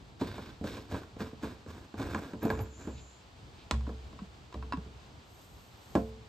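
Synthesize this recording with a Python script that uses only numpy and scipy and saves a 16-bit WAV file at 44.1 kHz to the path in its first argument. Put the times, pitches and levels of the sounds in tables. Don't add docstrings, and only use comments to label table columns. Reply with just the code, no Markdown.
import sys
import numpy as np
from scipy import signal
from scipy.fft import rfft, irfft, next_fast_len
from scipy.io import wavfile
from scipy.ndimage import map_coordinates

SR = 44100
rng = np.random.default_rng(int(sys.argv[2]) if len(sys.argv) > 2 else 0)


def master_out(mix):
    frames = np.transpose(np.atleast_2d(mix))
    ceiling = np.clip(frames, -1, 1)
    pcm = np.round(ceiling * 32767).astype(np.int16)
    wavfile.write(sys.argv[1], SR, pcm)


N = 276948
TIME = np.arange(N) / SR
AGE = np.arange(SR) / SR

# (jolt time [s], push lead [s], push length after jolt [s], scrape level [dB],
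#   hiss re scrape [dB], fizz re scrape [dB], jolt level [dB])
TURNS = [(0.213, 0.025, 0.28, -45, -5.5, -14.5, -30), (0.641, 0.011, 0.13, -44, -5.5, -11.5, -34),
         (0.922, 0.033, 0.042, -42.5, -10, -15.5, -35), (1.205, 0.026, 0.012, -43, -8.5, -15, -34),
         (1.434, 0.028, 0.037, -43.5, -10, -16.5, -33), (1.663, 0, 0.14, -49.5, -11.5, -14.5, -45),
         (1.999, 0.034, 0.26, -38.5, -12.5, -17, -37), (2.428, 0.027, 0.18, -42, -27, -21, -33),
         (2.873, 0.11, 0.034, -52, -12, -16, -36.5)]
# (frequency [Hz], density [dB])
WALL = [(25, -17), (50, -11.5), (82, 6.5), (150, -7.5), (280, -1.5), (450, -8.5), (700, -12.5),
        (1300, -50.5), (3000, -49.5)]
# (frequency [Hz], density [dB])
RASP = [(200, -16), (550, -7.5), (1050, 4.5), (1300, -1.5), (1600, 3), (2000, -13), (2400, -3.5),
        (3100, -16.5), (3800, -9.5), (6000, -43.5), (15000, -54)]
# (frequency [Hz], density [dB])
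HISS = [(800, -41), (2300, 10.5), (3100, 7), (3700, 11.5), (5300, 1), (8000, -23), (16000, -30)]
# (frequency [Hz], density [dB])
CRACK = [(200, 7), (700, 7), (2000, 2.5), (3100, 0), (4000, 1.5), (5700, -10), (6700, -6), (9000, -13),
         (13000, -27), (16000, -39)]


def amp(db):
    return 10 ** (np.asarray(db) / 20)


def unit(x):
    return x / np.sqrt(np.mean(x ** 2) + 1e-20)


def burst(x):
    return x / np.sqrt(np.sum(x ** 2) / (SR * .02))


def along(points, hz):
    f, v = np.transpose(points)
    return np.interp(np.log(hz + 1), np.log(f + 1), v)


def curves(rows):
    s, *cols = np.transpose(rows)
    return [np.interp(TIME, s, c) for c in cols]


def wobble(rate_hz):
    knots = rng.standard_normal(int(N * rate_hz / SR) + 4)
    return map_coordinates(knots, [TIME * rate_hz])


def swells(rows):
    return sum(amp(db) * np.cos(np.pi * np.clip((TIME - s) / length_s, -.5, .5))
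               for s, length_s, db in rows)


def filtered(x, response):
    size = x.shape[-1]
    m = next_fast_len(size + 8192)
    spectrum = rfft(x, m) * response(np.fft.rfftfreq(m, 1 / SR))
    return irfft(spectrum, m)[..., :size]


def coloured(x, spectrum, size=4096):
    gain = amp(along(spectrum, np.fft.rfftfreq(size, 1 / SR)))
    cepstrum = irfft(np.log(gain))
    cepstrum[1:size // 2] *= 2
    cepstrum[size // 2 + 1:] = 0
    impulse = irfft(np.exp(rfft(cepstrum)))
    return signal.fftconvolve(x, impulse)[:len(x)]


def add(track, s, sound):
    part = track[round(s * SR):][:len(sound)]
    part += sound[:len(part)]


def ring(modes, scatter_db, free=1):
    hz, db, t60_s = np.transpose(modes)[:, :, None]
    gain = amp(db + scatter_db * rng.standard_normal(hz.shape)) * rng.choice([-1, 1], hz.shape)
    decay = amp(-60 * AGE / (t60_s * free))
    return np.sum(gain * decay * np.sin(2 * np.pi * hz * AGE), axis=0)


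def clatter(spectrum, t60_s):
    noise = rng.standard_normal(SR) * amp(-60 * AGE / t60_s)
    return burst(coloured(noise, spectrum))


def slips(rate_hz, spread_db):
    size = amp(spread_db * np.minimum(rng.exponential(size=N), 3))
    return (rng.random(N) < rate_hz / SR) * size * rng.choice([-1, 1], N)


def push(start_s, end_s, rise_s, release_db_per_s):
    sag_db_per_s = 29.5
    age = np.maximum(TIME - start_s, 0)
    let_go = np.maximum(TIME - end_s, 0)
    build_up = 1 - np.exp(-(age / rise_s) ** 2)
    return build_up * amp(-sag_db_per_s * age - release_db_per_s * let_go)


def threads():
    # (frequency [Hz], density [dB])
    fizz_spectrum = [(2500, -25.5), (5500, 14), (7500, 10), (13000, 2), (16000, 0)]
    grip_s, fizz_rise_s, release_db_per_s = 0.022, 0.017, 129
    wall_linger = 0.83
    wall_db, rasp_db = 4, -4.5
    wall_gain, rasp_gain, hiss_gain, fizz_gain = np.zeros((4, N))
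    for s, lead_s, length_s, db, hiss_db, fizz_db, _ in TURNS:
        span = s - lead_s, s + length_s
        stroke = push(*span, grip_s, release_db_per_s)
        wall_gain += amp(db + wall_db) * push(*span, grip_s, wall_linger * release_db_per_s)
        rasp_gain += amp(db + rasp_db) * stroke
        hiss_gain += amp(db + hiss_db) * stroke
        fizz_gain += amp(db + fizz_db) * push(*span, fizz_rise_s, release_db_per_s)
    jerks = unit(slips(rate_hz=1100, spread_db=4))
    grit = unit(slips(rate_hz=6000, spread_db=3)) + .7 * jerks
    snags = amp(-9) * unit(slips(rate_hz=45, spread_db=1))
    rumble = wall_gain * unit(coloured(jerks, WALL))
    rasp = rasp_gain * unit(coloured(jerks + snags, RASP))
    hiss = hiss_gain * unit(coloured(grit + snags, HISS))
    fizz = fizz_gain * unit(coloured(grit, fizz_spectrum))
    grip = amp(1.8 * wobble(80) - .4)
    return rumble + grip * (rasp + hiss + fizz)


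def blow(hard_db, free):
    # (frequency [Hz], level [dB], t60 [s])
    tank_modes = [(107.2, -19, 1), (151.5, -19, 0.43), (193, -1, 0.19), (224.4, -3, 0.43), (265.8, -6, 0.2),
                  (278.3, 0, 0.13), (320, -7.5, 0.21), (381, -6.5, 0.086), (439.6, -9, 0.62)]
    # (frequency [Hz], level [dB], t60 [s])
    panel_modes = [(526.6, -7, 0.37), (597, -2.5, 0.25), (724, -16, 0.15), (730, -12, 0.14), (840, -3, 0.2),
                   (958, -2.5, 0.22), (1048, -6.5, 0.36), (1170, -18, 0.082), (1552, 7, 0.06),
                   (1670, 14, 0.035), (2337, 16, 0.032)]
    contact_hz, contact_oct_per_db = 514, 0.24
    crack_db, crack_db_per_hard_db = -13, 1.28
    thud = amp(-2.0) * burst(ring(tank_modes, 1.0, free)) + amp(-5.5) * clatter(WALL, t60_s=0.18)
    panels = amp(-0.5) * burst(ring(panel_modes, 3, free)) + amp(-0.5) * clatter(RASP, t60_s=0.11)
    bright_hz = contact_hz * 2 ** (contact_oct_per_db * hard_db)
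    contact = signal.butter(2, min(bright_hz, SR / 4), fs=SR)
    onset = 1 - np.exp(-AGE / 0.00029)
    rap = amp(-7.5) * burst(signal.lfilter(*contact, panels * onset))
    crack = amp(-8.0) * clatter(CRACK, t60_s=0.017) + amp(-12) * clatter(CRACK, t60_s=0.17)
    return thud + amp(hard_db) * rap + amp(crack_db + crack_db_per_hard_db * hard_db) * crack


def knocks():
    # (time [s], level [dB], hardness [dB], share of free ring time [1])
    bumps = [(0.381, -40, 1.5, 1), (0.613, -35.5, -12, 0.71), (0.769, -41.5, 1.5, 0.62),
             (0.944, -35.5, 2, 0.55), (1.166, -45, -3.5, .5), (1.331, -44, -9, 0.22),
             (1.941, -40.5, -1.5, 0.39), (2.147, -34, 6, 0.54), (2.334, -36.5, -3.5, .7),
             (2.452, -25.5, -4, 0.49), (2.502, -30.5, 5.5, 0.78), (2.591, -37, 2, 1),
             (2.897, -48.5, 1.5, .35), (3.713, -35, 0, .6), (3.873, -38.5, -10, 0.34),
             (3.892, -37, -2.5, 0.74), (4.132, -49, -11, 1), (4.544, -41.5, 0.5, 1), (4.628, -46, -16, 1),
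             (4.773, -41, -5.5, 0.54), (4.862, -47, -4.5, 0.87), (5.953, -21.5, -1, 1)]
    jolt_hard_db, held_ring = -1, 0.55
    jolts = [(s, db, jolt_hard_db, held_ring) for s, *_, db in TURNS]
    out = np.zeros(N)
    for s, db, hard_db, free in jolts + bumps:
        add(out, s, amp(db) * blow(hard_db, free))
    return out


def flexes():
    # (time [s], level [dB], first frequency [Hz], limit frequency [Hz], time scale [s])
    buckles = [(0.212, -24, 387, 116, 0.0464), (2.335, -40, 227, 65, 0.037),
               (2.604, -30.5, 126.4, 59, 0.074), (4.218, -32, 205, 191, 0.027),
               (4.737, -26.5, 280, 244, 0.024), (4.779, -28, 185, 160, 0.019)]
    out = np.zeros(N)
    for s, db, first_hz, last_hz, length_s in buckles:
        u = AGE / length_s
        hz = last_hz + (first_hz - last_hz) * np.exp(-1.6 * u)
        swell = (1 - np.exp(-u / 0.037)) * np.exp(-1.2 * u ** 2 - 0.51 * u)
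        add(out, s, amp(db - 2.0) * swell * np.sin(2 * np.pi * np.cumsum(hz) / SR))
    return out


def lid():
    # (time [s], clack level [dB], edge click gain re clack [dB])
    contacts = [(3.711, -33, 5), (3.739, -39, -28), (3.809, -50, -8), (3.868, -44, -23), (4.128, -52, -12),
                (4.19, -42, -22), (4.526, -46.5, -11), (4.542, -46.5, -5.5), (4.626, -40.5, -24),
                (4.724, -27, -23.5), (4.734, -32, -19), (4.772, -46, -13)]
    # (frequency [Hz], level [dB], t60 [s])
    cap_modes = [(1000, 2.5, 0.072), (1097, 5.5, 0.047), (1320, -0.5, 0.033), (1430, -12, 0.036),
                 (1690, -11, 0.025), (1920, -8, 0.036), (2380, -20, 0.024), (2670, -8, 0.044),
                 (4010, -17, .025), (5080, -9, 0.027)]
    out = np.zeros(N)
    snap = burst(coloured(signal.unit_impulse(SR), CRACK))
    for s, db, edge_db in contacts:
        edge = amp(-7.0) * snap
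        edge = edge + amp(-9) * clatter(CRACK, t60_s=0.012) + amp(-8.5) * clatter(CRACK, t60_s=0.03)
        clack = amp(-9) * burst(ring(cap_modes, scatter_db=2.0)) + amp(-17.5) * clatter(RASP, t60_s=0.075)
        add(out, s, amp(db) * (clack + amp(edge_db) * edge))
    return out


def booms(rise_s=0.014):
    # (time [s], level [dB])
    hits = [(2.51, -33), (2.88, -37.5), (3.722, -23), (4.191, -43.5), (4.556, -32.5), (4.738, -41),
            (5.961, -35)]
    # (frequency [Hz], level [dB], t60 [s])
    air_modes = [(65.6, -0.5, 0.85), (116.5, -15, 0.78), (133.3, -12.5, 0.42), (222, -17, 0.74)]
    note = sum(amp(db - 60 * AGE / t60_s) * np.sin(2 * np.pi * hz * AGE) for hz, db, t60_s in air_modes)
    note = note * (1 - np.exp(-AGE / rise_s))
    out = np.zeros(N)
    for s, db in hits:
        add(out, s, amp(db) * note)
    return out


def hose_end():
    # (frequency [Hz], level [dB], t60 [s])
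    nozzle_modes = [(342, -11.5, 0.17), (524, -15, 0.25), (610, 0, 0.043), (690, -12.5, 0.23),
                    (780, -3.5, 0.025)]
    out = np.zeros(N)
    add(out, 5.953, amp(-27.5) * burst(ring(nozzle_modes, scatter_db=1)))
    return out


def chinks():
    # (time [s], level [dB])
    jingles = [(2.430, -42.5), (2.453, -47), (2.505, -50.5), (2.608, -48.5), (2.620, -48)]
    # (frequency [Hz], level [dB], t60 [s])
    metal_modes = [(11997, -10.5, 0.087), (13068, -5.5, 0.053), (13482, -14, 0.097)]
    out = np.zeros(N)
    for s, db in jingles:
        add(out, s, amp(db + 3) * ring(metal_modes, scatter_db=2))
    return out


def sleeve():
    # (middle [s], length [s], level [dB])
    strokes = [(5.41, 0.35, -65.5), (5.64, 0.32, -67), (5.93, 0.42, -65)]
    # (middle [s], length [s], level [dB])
    swishes = [(2.985, 0.08, -59), (3.61, 0.08, -59.5)]
    # (frequency [Hz], density [dB])
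    cloth_spectrum = [(2500, -24), (5500, -6), (7800, -4), (13000, -3.5), (16000, -22)]
    fibres = slips(rate_hz=4000, spread_db=-1.0)
    brush = swells(strokes) * unit(coloured(fibres, cloth_spectrum))
    swish = swells(swishes) * unit(coloured(fibres, HISS))
    return amp(0.76 * wobble(25)) * (brush + swish)


def at_ports(x):
    # (frequency [Hz], left lead [rad])
    lead_points = [(100, 0.008), (500, -0.15), (1800, -0.72), (2500, 0.79), (5700, 0.95), (8000, 0.16),
                   (9000, -2.3), (12000, -1.46)]
    # (frequency [Hz], left re right [dB])
    lean_points = [(60, -0.5), (150, -1), (380, 0), (950, -2.5), (2380, -2.5), (5980, 1.5), (15000, -0.5)]
    half = lambda hz: np.exp(.5j * along(lead_points, hz)) * amp(along(lean_points, hz) / 2)
    return filtered(x, lambda hz: np.array([half(hz), 1 / half(hz)]))


def echoes(x, t60_s):
    tail = rng.standard_normal((2, SR)) * amp(-60 * AGE / t60_s) * (1 - np.exp(-AGE / 0.0018))
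    return signal.fftconvolve(x[None], tail / np.linalg.norm(tail[0]), axes=1)[:, :N]


def bird():
    # (middle [s], length [s], level [dB])
    whistles = [(2.56, 0.43, -66), (2.79, 0.18, -60), (3.02, 0.45, -62.5)]
    start_hz, rise_hz_per_s = 7200, 55
    hz = start_hz + rise_hz_per_s * (TIME - whistles[0][0])
    tone = np.sin(2 * np.pi * np.cumsum(hz + 70 * wobble(140)) / SR)
    husk = amp(-3) * np.sin(2 * np.pi * np.cumsum(hz - 550 + 380 * wobble(800)) / SR)
    call = swells(whistles) * (tone + husk)
    return call + amp(-4) * echoes(call, t60_s=.25)


def leaves():
    # (frequency [Hz], density [dB])
    leaf_spectrum = [(15, -30), (25, -19), (54, -3), (128, -4.5), (150, -9.5), (438, -16.5), (501, -17),
                     (543, -18), (691, -17.5), (879, -17.5), (2000, -26), (3000, -25), (4700, -28),
                     (5600, -33.5), (7680, -35), (9770, -42.5), (11500, -45), (15000, -46.5)]
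    # (frequency [Hz], left-right correlation [1])
    likeness = [(60, 0.92), (180, 0.85), (550, 0.43), (1650, -0.12), (4970, 0.65), (11600, -0.33)]
    # (time [s], hiss level [dB])
    breeze_points = [(0.0, -67), (0.42, -66.5), (1.78, -66.5), (2.19, -66.5), (3.08, -65.5), (6.28, -65)]
    turn = lambda hz: np.arccos(np.clip(along(likeness, hz), -1, 1)) / 2
    shape = lambda hz: amp(along(leaf_spectrum, hz)) * np.array([np.cos(turn(hz)), np.sin(turn(hz))])
    mid, side = filtered(rng.standard_normal((2, N)), shape)
    air = amp(-54) * unit(np.array([mid + side, mid - side]))
    rumble = filtered(air, lambda hz: 1 / (1 + (hz / 300) ** 2))
    breeze_db, = curves(breeze_points)
    drift_db = breeze_db - breeze_db.mean() + 0.5 * wobble(3.09) + 0.5 * wobble(23)
    return rumble * amp(3.5 * wobble(13)) + (air - rumble) * amp(drift_db)


def scene():
    tank = threads() + knocks() + flexes() + lid() + hose_end() + chinks()
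    treble = filtered(tank, lambda hz: hz / (hz + 400))
    near = at_ports(tank + booms() + sleeve())
    return near + amp(-9.5) * echoes(treble, t60_s=0.24) + bird() + leaves()


def record(dry):
    bass = lambda hz: hz ** 2 / np.sqrt(hz ** 4 + 35 ** 4)
    dip = lambda hz: amp(-24 * np.exp(-((hz - 10050) / 900) ** 4))
    edge = lambda hz: (hz < 15800) / (1 + (hz / 14700) ** 50)
    return filtered(dry, lambda hz: bass(hz) * dip(hz) * edge(hz))


dry = scene()
out = record(dry)
master_out(out)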